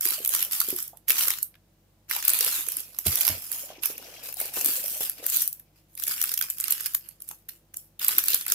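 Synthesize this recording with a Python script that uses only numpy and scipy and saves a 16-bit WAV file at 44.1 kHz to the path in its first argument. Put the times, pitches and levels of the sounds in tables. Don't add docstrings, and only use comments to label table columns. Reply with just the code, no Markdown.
import sys
import numpy as np
from scipy import signal
from scipy.fft import rfft, irfft, next_fast_len
from scipy.io import wavfile
from scipy.ndimage import uniform_filter1d

SR = 44100
rng = np.random.default_rng(int(sys.argv[2]) if len(sys.argv) > 2 else 0)


def store_wav(level_fs):
    pcm = np.round(np.clip(np.atleast_2d(level_fs), -1, 1) * 32767)
    wavfile.write(sys.argv[1], SR, pcm.T.astype(np.int16))


N = 376613
TIME = np.arange(N) / SR
SECOND_PACKET_S = 4.0


def amp(db):
    return 10 ** (np.asarray(db) / 20)


def unit(x):
    return x / np.sqrt(np.mean(x ** 2) + 1e-20)


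def unit_burst(x):
    return x / np.sqrt(np.sum(x ** 2, 1, keepdims=True) / (.002 * SR))


def read(points, hz):
    f, value = np.transpose(points)
    return np.interp(np.log(hz + 1), np.log(f), value)


def add(mix, s, sound):
    part = mix[:, max(round(s * SR), 0):][:, :sound.shape[1]]
    part += sound[:, :part.shape[1]]


def panned(balance_db):
    gains = amp(np.array([np.atleast_1d(balance_db), -np.atleast_1d(balance_db)]) / 2)
    return gains / np.sqrt(np.mean(gains ** 2, 0))


def flicker(samples):
    return unit(uniform_filter1d(rng.standard_normal(N), size=samples))


def drift(knots_s):
    return np.interp(TIME, knots_s, rng.standard_normal(len(knots_s)))


def flex(spread_oct=.12, step_s=.06):
    return 2 ** (spread_oct * drift(np.arange(0, TIME[-1] + step_s, step_s)))


def stroke(start, length, rise_s, sag_db_per_s, release_db_per_s):
    t = np.clip(TIME - start, 0, 2)
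    fall_db = sag_db_per_s * t + release_db_per_s * np.maximum(t - length, 0)
    return np.minimum(t / rise_s, 1) ** 2 * amp(-fall_db)


def resonate(x, hz, width_hz):
    turn = np.exp(2j * np.pi * np.cumsum(hz) / SR)
    pole = np.exp(-np.pi * width_hz / SR)
    return 2 * (turn * signal.lfilter([1 - pole], [1, -pole], x * turn.conj() + 1e-18)).real


# (frequency [Hz], correlation [0-1])
PORT_CORRELATION = [(60, 0.88), (250, 0.97), (500, 0.69), (1000, 0.64), (2000, 0.046), (16000, 0.093)]


def noise(spectrum, size, ripple_db=0, direct=0):
    hz = np.fft.rfftfreq(size, 1 / SR)
    z = rfft(rng.standard_normal((2, size)))
    same = np.clip(np.maximum(read(PORT_CORRELATION, hz), direct), 0, 1)
    lag_s = rng.normal(.00004, .0001) if direct else 0
    z[1] = same * z[0] * np.exp(2j * np.pi * hz * lag_s) + np.sqrt(1 - same ** 2) * z[1]
    bumps = np.interp(hz, np.linspace(0, SR / 2, 28), rng.standard_normal(28))
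    return unit(irfft(z * amp(read(spectrum, hz) + ripple_db * bumps), size))


# (frequency [Hz], level [dB])
AIR_SPECTRUM = [(15, -69), (25, -43.5), (102, -11.5), (123, -22.5), (141, -12), (236, -17), (270, -26),
                (335, -12), (384, -28), (489, -20.5), (1160, -32), (14800, -39), (16000, -41.5)]
# (frequency [Hz], level [dB])
HUM_TONES = [(48.6, -69), (97.5, -72.5), (150.5, -74)]


def room_tone(air_db=-66, whine_hz=14590, whine_db=-77.5, waver_rad=0.28):
    knots = np.linspace(0, TIME[-1], 30)
    hum = sum(amp(db) * np.sqrt(2) * np.sin(2 * np.pi * hz * TIME + waver_rad * drift(knots))
              for hz, db in HUM_TONES)
    band = [(whine_hz - 500, -60), (whine_hz - 80, 0), (whine_hz + 80, 0), (whine_hz + 500, -60)]
    whine = amp(whine_db) * noise(band, size=N)
    return amp(air_db) * noise(AIR_SPECTRUM, size=N) + hum + whine


# (frequency [Hz], t60 [s])
ROOM_DECAY = [(150, 0.15), (600, 0.07), (1500, 0.15), (4000, 0.11), (9000, 0.16), (15000, 0.16)]


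def reflections(x, patterns=4, crossfade_hz=4.5, build_s=.006):
    out = np.zeros((2, N))
    for k in range(patterns):
        hz, t, bands = signal.stft(noise([(100, 0), (16000, 0)], size=16384), SR, nperseg=256)
        decay = amp(-60 * t / read(ROOM_DECAY, hz)[:, None])
        tail = signal.istft(bands * decay, SR, nperseg=256)[1]
        tail *= 1 - np.exp(-(np.arange(tail.shape[1]) / SR / build_s) ** 2)
        share = np.sqrt(2 / patterns) * np.cos(np.pi * ((k // 2 + 1) * crossfade_hz * TIME + k / 2))
        out += signal.oaconvolve(x * share, tail / np.linalg.norm(tail[0]), axes=1)[:, :N]
    return out


# (start [s], length [s], level [dB])
CLOTH_RUBS = [(0.2, 0.31, -56), (0.48, 0.25, -73), (2.243, 0.2, -50.5), (2.634, 0.67, -63),
              (3.033, 0.32, -51.5), (3.47, 0.5, -56), (3.939, 0.34, -53), (4.36, 0.34, -49),
              (4.743, 0.3, -54.5), (5.15, 0.075, -51.5), (5.307, 0.51, -80), (6.195, 0.14, -71),
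              (7.19, 0.38, -82), (7.98, 0.94, -74)]
# (frequency [Hz], level [dB])
BAG_RESONANCES = [(285, -10), (490, -5.5), (680, -4), (950, -12), (2500, 0), (5200, -0.5)]


def cloth(level_db=-6, uneven_db=6, weave_db=1, relative_width=0.28):
    sliding = sum(amp(db) * stroke(start, length, rise_s=0.05, sag_db_per_s=-0.5, release_db_per_s=119.5)
                  for start, length, db in CLOTH_RUBS)
    weave = flicker(130)
    out = np.zeros((2, N))
    for hz, db in BAG_RESONANCES:
        grip = np.minimum(flicker(600), 1.5)
        scuff = noise([(hz / 4, -32), (hz / 2, -9), (hz, 0), (hz * 2, -7), (hz * 10, -35)], size=N)
        out += unit(resonate(scuff, hz * flex(), relative_width * hz)) * amp(db + uneven_db * grip)
    return panned(1.4) * out * sliding * amp(level_db + weave_db * weave)


# (time [s], level [dB])
TABLE_BLOWS = [(3.0643, -20.5), (3.294, -28.5), (3.336, -41)]
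# (frequency [Hz], level [dB], t60 [s])
TABLE_MODES = [(55, -3.5, 0.14), (87, 10, 0.089), (133, -1, 0.12), (220, 0.5, 0.061), (260, -20, 0.055),
               (345, -12, 0.064), (675, 6, 0.021)]


def table_thumps(rise_s=0.016):
    out, t = np.zeros((2, N)), np.arange(SR // 2) / SR
    ring = np.zeros_like(t)
    for hz, db, t60 in TABLE_MODES:
        swell = 1 - np.exp(-t / rise_s * np.sqrt(hz / 200))
        ring += amp(db - 60 * t / t60) * np.sin(2 * np.pi * hz * t) * swell
    for s, level_db in TABLE_BLOWS:
        add(out, s, amp(level_db) * panned(0.65) * ring)
    return out


# (time [s], level [dB], pitch [Hz], rise [s])
FINGER_KNOCKS = [(0.056, -39, 360, 0.0045), (0.115, -44, 366, 0.0027), (0.18, -42, 610, 0.0041),
                 (0.202, -37.5, 430, 0.0017), (0.684, -33.5, 340, 0.0019), (0.727, -27, 353, 0.0019),
                 (0.932, -42.5, 710, 0.002), (1.1, -36, 453, 0.0019), (1.27, -43.5, 510, 0.0039),
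                 (2.162, -32.5, 853, 0.0016), (2.406, -42, 490, 0.005), (2.462, -40.5, 510, 0.0045),
                 (2.588, -49, 306, 0.0035), (2.675, -44.5, 447, 0.0021), (2.769, -49, 317, 0.0056),
                 (3.062, -28, 302, 0.00085), (3.178, -43, 640, .002), (3.212, -44, 716, 0.0017),
                 (3.279, -50, 570, 0.0028), (3.296, -39.5, 284, 0.0052), (3.298, -35.5, 650, 0.003),
                 (3.348, -45, 560, 0.0019), (3.634, -45.5, 570, 0.0044), (3.702, -34, 660, 0.0023),
                 (3.78, -46.5, 338, 0.0046), (3.9, -36.5, 430, 0.0016), (4.081, -45, 500, 0.0046),
                 (4.284, -47, 540, 0.0035), (4.366, -45.5, 750, 0.0044), (4.413, -33, 610, 0.0016),
                 (4.571, -30.5, 820, 0.00086), (4.57, -34, 400, 0.0013), (4.657, -38.5, 284, 0.0059),
                 (4.687, -38.5, 302, 0.0047), (4.776, -43.5, 536, 0.0044), (4.84, -37, 578, 0.0032),
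                 (4.956, -48, 620, 0.008), (5.007, -31.5, 543, 0.0011), (5.227, -38, 492, 0.0022),
                 (7.31, -44, 850, 0.001), (8.088, -49, 328, 0.0031), (8.124, -59, 298, .005),
                 (8.15, -49, 290, 0.0032), (8.172, -43.5, 298, 0.0068), (8.333, -44.5, 510, 0.0058),
                 (8.519, -40, 434, .002)]


def knocks(gain_db=1, settle_db=-12, settle_s=0.022):
    out = np.zeros((2, N))
    for s, level_db, hz, rise_s in FINGER_KNOCKS:
        bands_hz = hz * 2. ** np.array([-2, -.5, 0, .5, 1, 3])
        contents = noise(list(zip(bands_hz, [-34, -7, 0, -7, -17, -55])), size=4096)
        t = np.arange(contents.shape[1]) / SR
        tap = (t / rise_s * np.exp(1 - t / rise_s)) ** 2 * np.sin(2 * np.pi * (hz * t + rng.random()))
        settling = amp(settle_db) * contents * (1 - np.exp(-t / rise_s)) * np.exp(-t / settle_s)
        add(out, s, amp(level_db + gain_db) * (tap + settling))
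    return out * panned(1.4)


# (start [s], length [s], level [dB], pitch [Hz])
FILM_SWEEPS = [(2.297, 0.26, -43.5, 3300), (3.245, 0.039, -45, 4300), (5.292, 0.16, -40, 3900),
               (8.286, 0.09, -37.5, 3860)]


def swishes(slips_per_s=3000, width_hz=1900):
    out = np.zeros((2, N))
    for start, length, level_db, hz in FILM_SWEEPS:
        size = int(length * SR)
        slips = rng.standard_normal((2, size)) * (rng.random(size) < slips_per_s / SR)
        pitch = hz * flex()[:size]
        sheet = resonate(resonate(slips, pitch, width_hz), pitch, width_hz)
        add(out, start, amp(level_db) * unit(sheet) * np.sin(np.pi * np.arange(size) / size))
    return out


# (frequency [Hz], level [dB], t60 [s])
PACKET_MODES = [(1335, 10.5, 0.02), (2510, -29, 0.33), (3900, -8.5, 0.076)]


def pop(at_s=0.6135, level_db=-28, rise_s=0.0011):
    out, t = np.zeros((2, N)), np.arange(SR // 4) / SR
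    ring = sum(amp(db - 60 * t / t60) * np.sin(2 * np.pi * (hz * t + rng.random((2, 1)) / 4))
               for hz, db, t60 in PACKET_MODES)
    add(out, at_s, amp(level_db) * ring * (1 - np.exp(-t / rise_s)))
    return out


def buckle(spectrum, decay_s, flutter_db, flutter_s, ripple_db):
    burst = noise(spectrum, size=1024, ripple_db=ripple_db, direct=0.56)
    t = np.arange(burst.shape[1]) / SR
    attack = 1 - np.exp(-t / .0005)
    decay = np.exp(-(t / decay_s) ** 2) + amp(flutter_db) * np.exp(-t / flutter_s)
    return unit_burst(burst * attack * decay)


def crack(spectrum):
    flip = buckle(spectrum, rng.uniform(.00045, .0011), flutter_db=-16, flutter_s=.002, ripple_db=7)
    lag, echo_gain = int(rng.uniform(.0006, .0018) * SR), rng.uniform(.15, .65)
    bounce = echo_gain * np.pad(flip, ((0, 0), (lag, 0)))[:, :-lag]
    return (flip + bounce) / np.hypot(1, echo_gain)


# (frequency [Hz], level [dB])
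PANEL_SPECTRUM = [(60, -48.5), (300, 0), (750, -13.5), (1050, 2), (1350, 7), (1950, 4), (2700, 6),
                  (3800, 2), (5500, 3), (8000, -10), (11000, -37.5)]
PACKET_TUNING = (0.97, 1.146)


def panel(packet, panel_db=-14, spread_oct=0.29):
    tilt_db_per_oct = np.clip(0.33 * (panel_db + 10), -1, 2)
    tuning = PACKET_TUNING[packet] * 2 ** (spread_oct * rng.uniform(-1, 1))
    colour = [(hz * tuning, db - tilt_db_per_oct * np.log2(max(hz, 1200))) for hz, db in PANEL_SPECTRUM]
    return buckle(colour, decay_s=.002, flutter_db=-13, flutter_s=.003, ripple_db=7.5)


# (start [s], length [s], level [dB], panel relative to fold [dB], left-right [dB])
HAND_SQUEEZES = [ (0.0, 0.019, -22.5, -21.5, -2), (0.046, 0.094, -25, -14, 1),
                 (0.138, 0.067, -30.5, -16.5, 0.5), (0.256, 0.084, -26, -22, 6),
                 (0.294, 0.13, -22.5, -16.5, 1.5), (0.487, 0.24, -26.5, -17, 1),
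                 (0.737, 0.053, -27.5, -18.5, 0), (1.066, 0.099, -25.5, -12.5, 0.5),
                 (1.161, 0.062, -18.5, -15, 1), (1.258, 0.066, -28.5, -12, 2.5),
                 (2.078, 0.099, -27, -10.5, 0.5), (2.205, 0.14, -29.5, -11, 2.5),
                 (2.309, 0.26, -20, -15, 0.5), (2.514, 0.097, -27.5, -15, -0.5),
                 (2.63, 0.18, -32, -17.5, -1), (2.847, 0.27, -46.5, -18.5, -2.5),
                 (2.965, 0.04, -35.5, -22, 2), (3.033, 0.19, -23, -16.5, -0.5),
                 (3.237, 0.068, -22.5, -13, 0), (3.347, 0.19, -34.5, -19.5, -1),
                 (3.498, 0.12, -30, -19.5, 1), (3.66, 0.035, -45.5, -5.5, 2), (3.805, 0.07, -27, -16, 0),
                 (3.99, 0.3, -45, -8, 3.5), (4.216, 0.055, -33, -15, 3.5), (4.352, 0.11, -31, -18, 2),
                 (4.514, 0.25, -27.5, -18, 2.5), (4.623, 0.15, -22, -20, 2), (4.803, 0.17, -27.5, -21, 1.5),
                 (4.982, 0.052, -24.5, -17.5, 2), (5.085, 0.35, -40.5, -13, 1.5),
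                 (5.216, 0.088, -30.5, -16.5, 3), (5.268, 0.16, -23.5, -21.5, 2),
                 (5.734, 0.034, -59.5, -10, 1), (5.87, 0.07, -57, -20, 2), (5.964, 0.2, -30, -21, 9),
                 (6.05, 0.27, -26.5, -15, 1.5), (6.402, 0.021, -25.5, -12.5, 1),
                 (6.474, 0.14, -37.5, -22, 3), (6.601, 0.2, -31, -12.5, 2), (6.675, 0.21, -32.5, -15.5, 1),
                 (6.918, 0.18, -49, -12.5, 1), (7.206, 0.036, -50, -22, -2), (7.258, 0.023, -36, -20, 3),
                 (7.475, 0.033, -46.5, -15, 2), (7.74, 0.038, -43, -27, 2), (7.988, 0.16, -26.5, -13, 0.5),
                 (8.152, 0.17, -28.5, -14, 2), (8.276, 0.043, -19.5, -14.5, 1), (8.373, 0.024, -28, -12, 1),
                 (8.456, 0.093, -32, -9, 1)]
# (time [s], rate [1/s])
CREASE_PACE = [(0, 1160), (2.4, 1270), (3.3, 1560), (4.1, 2000), (5, 2030), (5.4, 2600), (6, 765),
               (8.5, 930)]
# (frequency [Hz], level [dB])
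SMALL_FOLD_SPECTRUM = [(100, -75), (2400, -31.5), (4200, -19), (6500, -10.5), (8500, -8.5), (10200, -3.5),
                       (11700, 5), (13200, 2.5), (14400, -3), (15300, -1), (15800, -18)]


def crackle(fold_db=-5, stray_per_s=32, stray_db=4.5, variants=60):
    fold_gain, panel_gain = np.zeros((2, 2, N))
    for start, length, level_db, panel_db, balance_db in HAND_SQUEEZES:
        squeeze = stroke(start, length, rise_s=0.027, sag_db_per_s=18, release_db_per_s=188)
        strain = amp(level_db) * panned(balance_db) * squeeze
        fold_gain = np.maximum(fold_gain, amp(fold_db) * strain)
        panel_gain = np.maximum(panel_gain, amp(panel_db) * strain)
    flips = rng.random(N) < np.interp(TIME, *np.transpose(CREASE_PACE)) / SR
    sizes = amp(4.5 * np.minimum(rng.exponential(1, N), 3)) * flips
    sizes /= np.sqrt(np.abs(uniform_filter1d(sizes ** 2, size=1300)) * .002 * SR + 1e-3)
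    sizes *= amp(2.8 * flicker(600) - 1.8)
    sizes += amp(stray_db) * rng.uniform(0.23, 1, N) * (rng.random(N) < stray_per_s / SR)
    pick, out = rng.integers(0, variants, (N, 2)), np.zeros((2, N))
    folds = [crack(SMALL_FOLD_SPECTRUM) for _ in range(variants)]
    panels = [[panel(packet) for _ in range(variants)] for packet in range(2)]
    for i in np.flatnonzero(sizes * fold_gain[0] > 1e-6):
        packet = int(TIME[i] > SECOND_PACKET_S)
        fold = fold_gain[:, i, None] * folds[pick[i, 0]]
        body = panel_gain[:, i, None] * panels[packet][pick[i, 1]]
        add(out, TIME[i], sizes[i] * (fold + body))
    return out


# (centre frequency [Hz], width [Hz], level [dB])
FILM_RESONANCES = [(2680, 120, 1.5), (3436, 130, 4.5), (4325, 79, 6.5), (5440, 170, 7), (7470, 110, -5.5)]


def taut_film(creases, spread_oct=.14):
    grip = np.searchsorted(sorted(row[0] for row in HAND_SQUEEZES), TIME)
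    tuning = 2 ** (spread_oct * rng.standard_normal((len(HAND_SQUEEZES) + 1, len(FILM_RESONANCES))))
    return creases + sum(amp(db) * resonate(creases, hz * tuning[grip, k] * flex(), width_hz)
                         for k, (hz, width_hz, db) in enumerate(FILM_RESONANCES))


def clack(hz, decay_s=0.009, linger_db=-22, linger_s=0.024):
    t = np.arange(1024) / SR
    modes_hz = np.array([[1], [.87], [1.13]])[:, None] * hz
    turns = modes_hz * t + rng.random((3, 1, 1)) + rng.random((3, 2, 1)) / 4
    main, lower, upper = np.sin(2 * np.pi * turns)
    ring = (main + .5 * lower + .5 * upper) * np.exp(-t / decay_s)
    linger = amp(linger_db) * main * np.exp(-t / linger_s)
    return unit_burst((ring + linger) * (1 - np.exp(-t / .0003)) * (1 - t / t[-1]))


# (frequency [Hz], level [dB])
LARGE_FOLD_SPECTRUM = [(100, -49), (2400, -35), (4200, -32), (6500, -20.5), (8500, -14), (10200, -14),
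                       (11700, -1), (13200, -6), (14400, -1), (15300, -15), (15800, -14)]
# (time [s], level [dB], relative panel level [dB], left-right [dB], panel pitch
# [Hz])
LARGE_CREASES = [(0.0099, -18, -21, 1, 6800), (0.0168, -46, -19, -0.5, 5600),
                 (0.054, -15.5, -14.5, 0, 6940), (0.0642, -20.5, -13.5, -17.5, 3900),
                 (0.088, -17, -24, 6, 5070), (0.1067, -22, -18, -7, 4500), (0.2488, -18.5, -14, 4, 6700),
                 (0.26, -20.5, -18, -2, 3380), (0.2763, -16, -37, 1.5, 6260),
                 (0.2922, -16.5, -21, -10, 7600), (0.338, -17, -18, -6, 2800),
                 (0.349, -14.5, -12, -1, 6900), (0.393, -27, -17.5, -6, 3510),
                 (0.4263, -16.5, -15.5, -3, 2860), (0.449, -22.5, -18.5, -4, 3070),
                 (0.521, -24, -15.5, -4, 5580), (0.603, -11, -18.5, -6, 4300),
                 (0.615, -20.5, -8.5, 0, 1330), (0.6877, -19.5, -39, 0, 5500), (0.704, -21, -21, 0, 2500),
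                 (0.7638, -23.5, -31, 0, 7470), (0.787, -26, -11, -3, 5870), (0.803, -29, -15, -6, 6970),
                 (0.8266, -23, -27, 1, 7160), (0.879, -29.5, -41, -7, 7300), (0.972, -42, -18, -8, 3510),
                 (1.083, -20, -11.5, -3.5, 6540), (1.0887, -18, -19, -7, 6900), (1.097, -14, -15, -5, 4850),
                 (1.1046, -11.5, -11, 4, 2690), (1.11, -18.5, -16, -7, 3700), (1.119, -18.5, -28, -3, 5230),
                 (1.182, -22, -27, -10, 4320), (1.193, -19, -42, -6, 6400), (1.2076, -23.5, -6.5, 8, 2880),
                 (1.2724, -21, -11, 0, 1270), (1.282, -14.5, -12.5, -3, 1420),
                 (1.305, -15.5, -11.5, 3, 5400), (1.337, -27.5, -7.5, -1, 3550),
                 (1.386, -28.5, -9, -5, 6830), (1.4289, -17, -33, -1, 7100), (1.542, -68, 14, 2, 1560),
                 (1.554, -58, 5, -5, 1690), (2.1, -28, -30, -13, 7450), (2.1114, -20, -4.5, -6, 2110),
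                 (2.1348, -28, -11, 0, 6840), (2.1642, -22, -10, -1.5, 2380), (2.2261, -26.5, -5, -3, 6770),
                 (2.2513, -16.5, -26, -5, 6400), (2.281, -10, -18, 3, 6370), (2.294, -13, -16.5, -5, 7250),
                 (2.302, -13, -22, -1, 4700), (2.335, -14.5, -15.5, 0.5, 3400),
                 (2.3457, -25, -23, -9, 4000), (2.375, -29, -26, -6, 2600), (2.3896, -17, -22, -8, 2800),
                 (2.408, -17, -7, 0, 5700), (2.447, -17, -24, -6, 3250), (2.609, -25.5, -24, -6, 6360),
                 (2.6864, -20.5, -19, -7, 2740), (2.72, -25, -21, 0, 5600), (2.769, -19.5, -27, 4, 5550),
                 (2.804, -28, -31, -3, 6600), (2.9467, -46.5, -1, -8, 5150), (2.965, -45, -8, -6, 5300),
                 (2.988, -19, -20, -5, 5800), (3.0677, -13, -13, -10, 4080), (3.128, -26.5, -20, -7, 5250),
                 (3.156, -15, -15, -1, 5860), (3.2097, -13.5, -19.5, -6, 4620), (3.214, -18, -9, -10, 6150),
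                 (3.232, -23, -9, 7, 4570), (3.251, -15.5, -16, -10, 4570), (3.268, -16, -33, -7, 3480),
                 (3.279, -15, -7, -4, 5300), (3.2878, -15.5, -15.5, -12, 6550), (3.517, -20, -22, -6, 4600),
                 (3.5274, -24.5, -13.5, -10, 5600), (3.835, -21, -9, -15, 2690),
                 (3.8573, -13.5, -20, -2, 6300), (3.9804, -28.5, -19, 7, 2530), (4.3263, -31, -13, 9, 2710),
                 (4.342, -29, -23, 2, 5880), (4.3698, -29.5, -25, 12, 5340), (4.402, -20.5, -16.5, 2, 2190),
                 (4.414, -22, -22, -1, 6700), (4.4568, -28, -21, 4, 6930), (4.573, -34, -1, -2, 1210),
                 (4.6116, -20, -13.5, 5, 2750), (4.6466, -16.5, -22, 2, 4550),
                 (4.6597, -12.5, -23.5, 6, 5880), (4.6734, -25, -20, 6, 6110), (4.84, -26, -20, 0, 4500),
                 (4.8804, -23, -32, -6, 7130), (4.9402, -32, -23, 3, 3290), (5, -34, -28, 9, 7580),
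                 (5.0088, -25, -17, -0.5, 5220), (5.032, -25, -13, -9, 3860), (5.039, -24, -19, 4, 7500),
                 (5.097, -18.5, -19, 3, 5320), (5.2417, -33, -7.5, 7, 1880), (5.265, -15, -19, 2, 7560),
                 (5.3, -20, -28, -2, 6090), (5.345, -20, -20.5, 0, 3150), (5.363, -19.5, -19, -12, 4000),
                 (5.3696, -13, -28, -1, 4630), (5.42, -16.5, -22.5, 2, 6650), (5.4772, -17, -48, 3, 7500),
                 (5.529, -25.5, -40, 1, 6400), (5.5975, -38, -20, 2, 1780), (5.953, -38.5, -22, -7, 7650),
                 (5.976, -32, -10, 1, 2120), (5.998, -25.5, -16, -10, 5650), (6.0234, -30, -11, 2, 3400),
                 (6.0372, -19.5, -17, -1, 3530), (6.0685, -27, -8.5, -5, 6950), (6.081, -19, -26, 4, 7000),
                 (6.1113, -23.5, -10, -2, 4650), (6.141, -28, -24, 8, 6740), (6.215, -15, -13, -1, 5960),
                 (6.2263, -18.5, -34, 20, 5660), (6.24, -17.5, -12.5, 0, 1380),
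                 (6.293, -22.5, -13, -6, 5450), (6.3175, -24, -14, 0, 5100), (6.34, -17.5, -19, -2, 5460),
                 (6.3765, -18, -14, -1.5, 6020), (6.3904, -21.5, -18, 6, 2680),
                 (6.412, -19, -7.5, -2, 1560), (6.4246, -19.5, -10.5, -1, 4850),
                 (6.501, -19.5, -25, 0, 7240), (6.5071, -22.5, -20.5, 1, 3020),
                 (6.584, -29, -15, 1.5, 5500), (6.601, -21.5, -17, 0, 6900), (6.609, -21, -33, -2, 7500),
                 (6.641, -20, -14.5, -7, 2780), (6.682, -23, -7, -5, 1290), (6.708, -13, -32, -2, 4140),
                 (6.7232, -14.5, -16.5, -2, 4820), (6.808, -23.5, -15.5, -6, 6500),
                 (6.843, -36, -2, -6, 4900), (6.8601, -19.5, -10.5, 0, 4980),
                 (6.8655, -23.5, -9.5, -14, 5140), (6.937, -32, -17, -5, 6820), (6.9483, -12, -17, 0, 6900),
                 (7.0885, -33.5, -20, -13, 6600), (7.204, -41, -17, -3, 1220), (7.221, -31.5, -22, 1, 7400),
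                 (7.281, -40, -32, -2, 5840), (7.2893, -26, -38, -13, 7000), (7.3123, -32.5, -10, 1, 1314),
                 (7.489, -34, -10, 10, 1830), (7.493, -28, -15.5, -15, 4200),
                 (7.7419, -35.5, -8.5, -2, 6670), (7.77, -23, -33, -3, 7250), (7.995, -29, -8.5, -1, 3620),
                 (8.035, -30, -6, -4, 4200), (8.047, -17.5, -17, -2, 7350), (8.083, -10.5, -25, -2, 7400),
                 (8.0906, -23, -4.5, 0, 3910), (8.1834, -7, -19, 5, 7070), (8.189, -22, -3.5, -10, 7130),
                 (8.239, -20, -16, 0, 4430), (8.2594, -21, -20, 8, 6760), (8.2835, -13.5, -13, -3, 4350),
                 (8.3035, -20, -15, 1, 7150), (8.3329, -20, -7, 0, 4040), (8.3456, -11, -20, -1, 7100),
                 (8.411, -25.5, -10.5, 1, 4240), (8.465, -24, -9.5, -3, 1520), (8.4816, -22, -13, 4, 1560),
                 (8.5006, -22, -13, -1, 4300), (8.5213, -10, -17.5, 0, 5200)]


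def snaps(crack_db=1.5, slip_db=-15, lead_s=0.0022, neighbour_db=-6, slips=4, radiates_hz=2960):
    out = np.zeros((2, N))
    for s, level_db, panel_db, balance_db, hz in LARGE_CREASES:
        gain, body = amp(level_db) * panned(balance_db), amp(panel_db)
        packet = int(s > SECOND_PACKET_S)
        radiation = min(hz / radiates_hz, 1)
        fold = amp(crack_db) * crack(LARGE_FOLD_SPECTRUM)
        flip = fold + body * (panel(packet, panel_db) + radiation * clack(hz))
        add(out, s - .0003, gain * flip)
        neighbour = crack(SMALL_FOLD_SPECTRUM) + body * panel(packet, panel_db)
        add(out, s + rng.uniform(.0005, .0025), gain * amp(neighbour_db) * neighbour)
        for early in rng.exponential(1, slips):
            add(out, s - lead_s * early, gain * amp(slip_db - early) * neighbour)
    return signal.sosfilt(signal.butter(2, 750, "highpass", fs=SR, output="sos"), out)


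def scene():
    snapping = snaps() + pop()
    rustling = taut_film(crackle()) + swishes()
    knocking, thumping = knocks(), table_thumps()
    to_walls = amp(-11.5) * snapping + amp(-2.5) * rustling + amp(-7) * knocking + amp(-5.5) * thumping
    echo = reflections(to_walls)
    return snapping + rustling + knocking + thumping + cloth() + echo + room_tone()


# (frequency [Hz], left-right [dB])
PORT_BALANCE = [(200, 0.5), (800, -4), (1800, 0), (3000, 0.5), (4500, -2), (7000, -1.5), (9500, -1),
                (11600, -9.5), (12600, 3), (13300, -14.5), (14100, 11.5), (15500, 20)]


def record(dry, low_cut_hz=38, cutoff_hz=15750):
    size = next_fast_len(N + 4096)
    hz = np.fft.rfftfreq(size, 1 / SR)
    low_cut = signal.freqz(*signal.butter(3, low_cut_hz, "highpass", fs=SR), hz, fs=SR)[1]
    heard = irfft(rfft(dry, size) * panned(read(PORT_BALANCE, hz)) * low_cut, size)[:, :N]
    lowpass = signal.firwin(255, cutoff_hz, window=("kaiser", 8), fs=SR)
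    return signal.oaconvolve(np.clip(heard, -1, 1), lowpass[None], "same")


dry = scene()
out = record(dry)
store_wav(out)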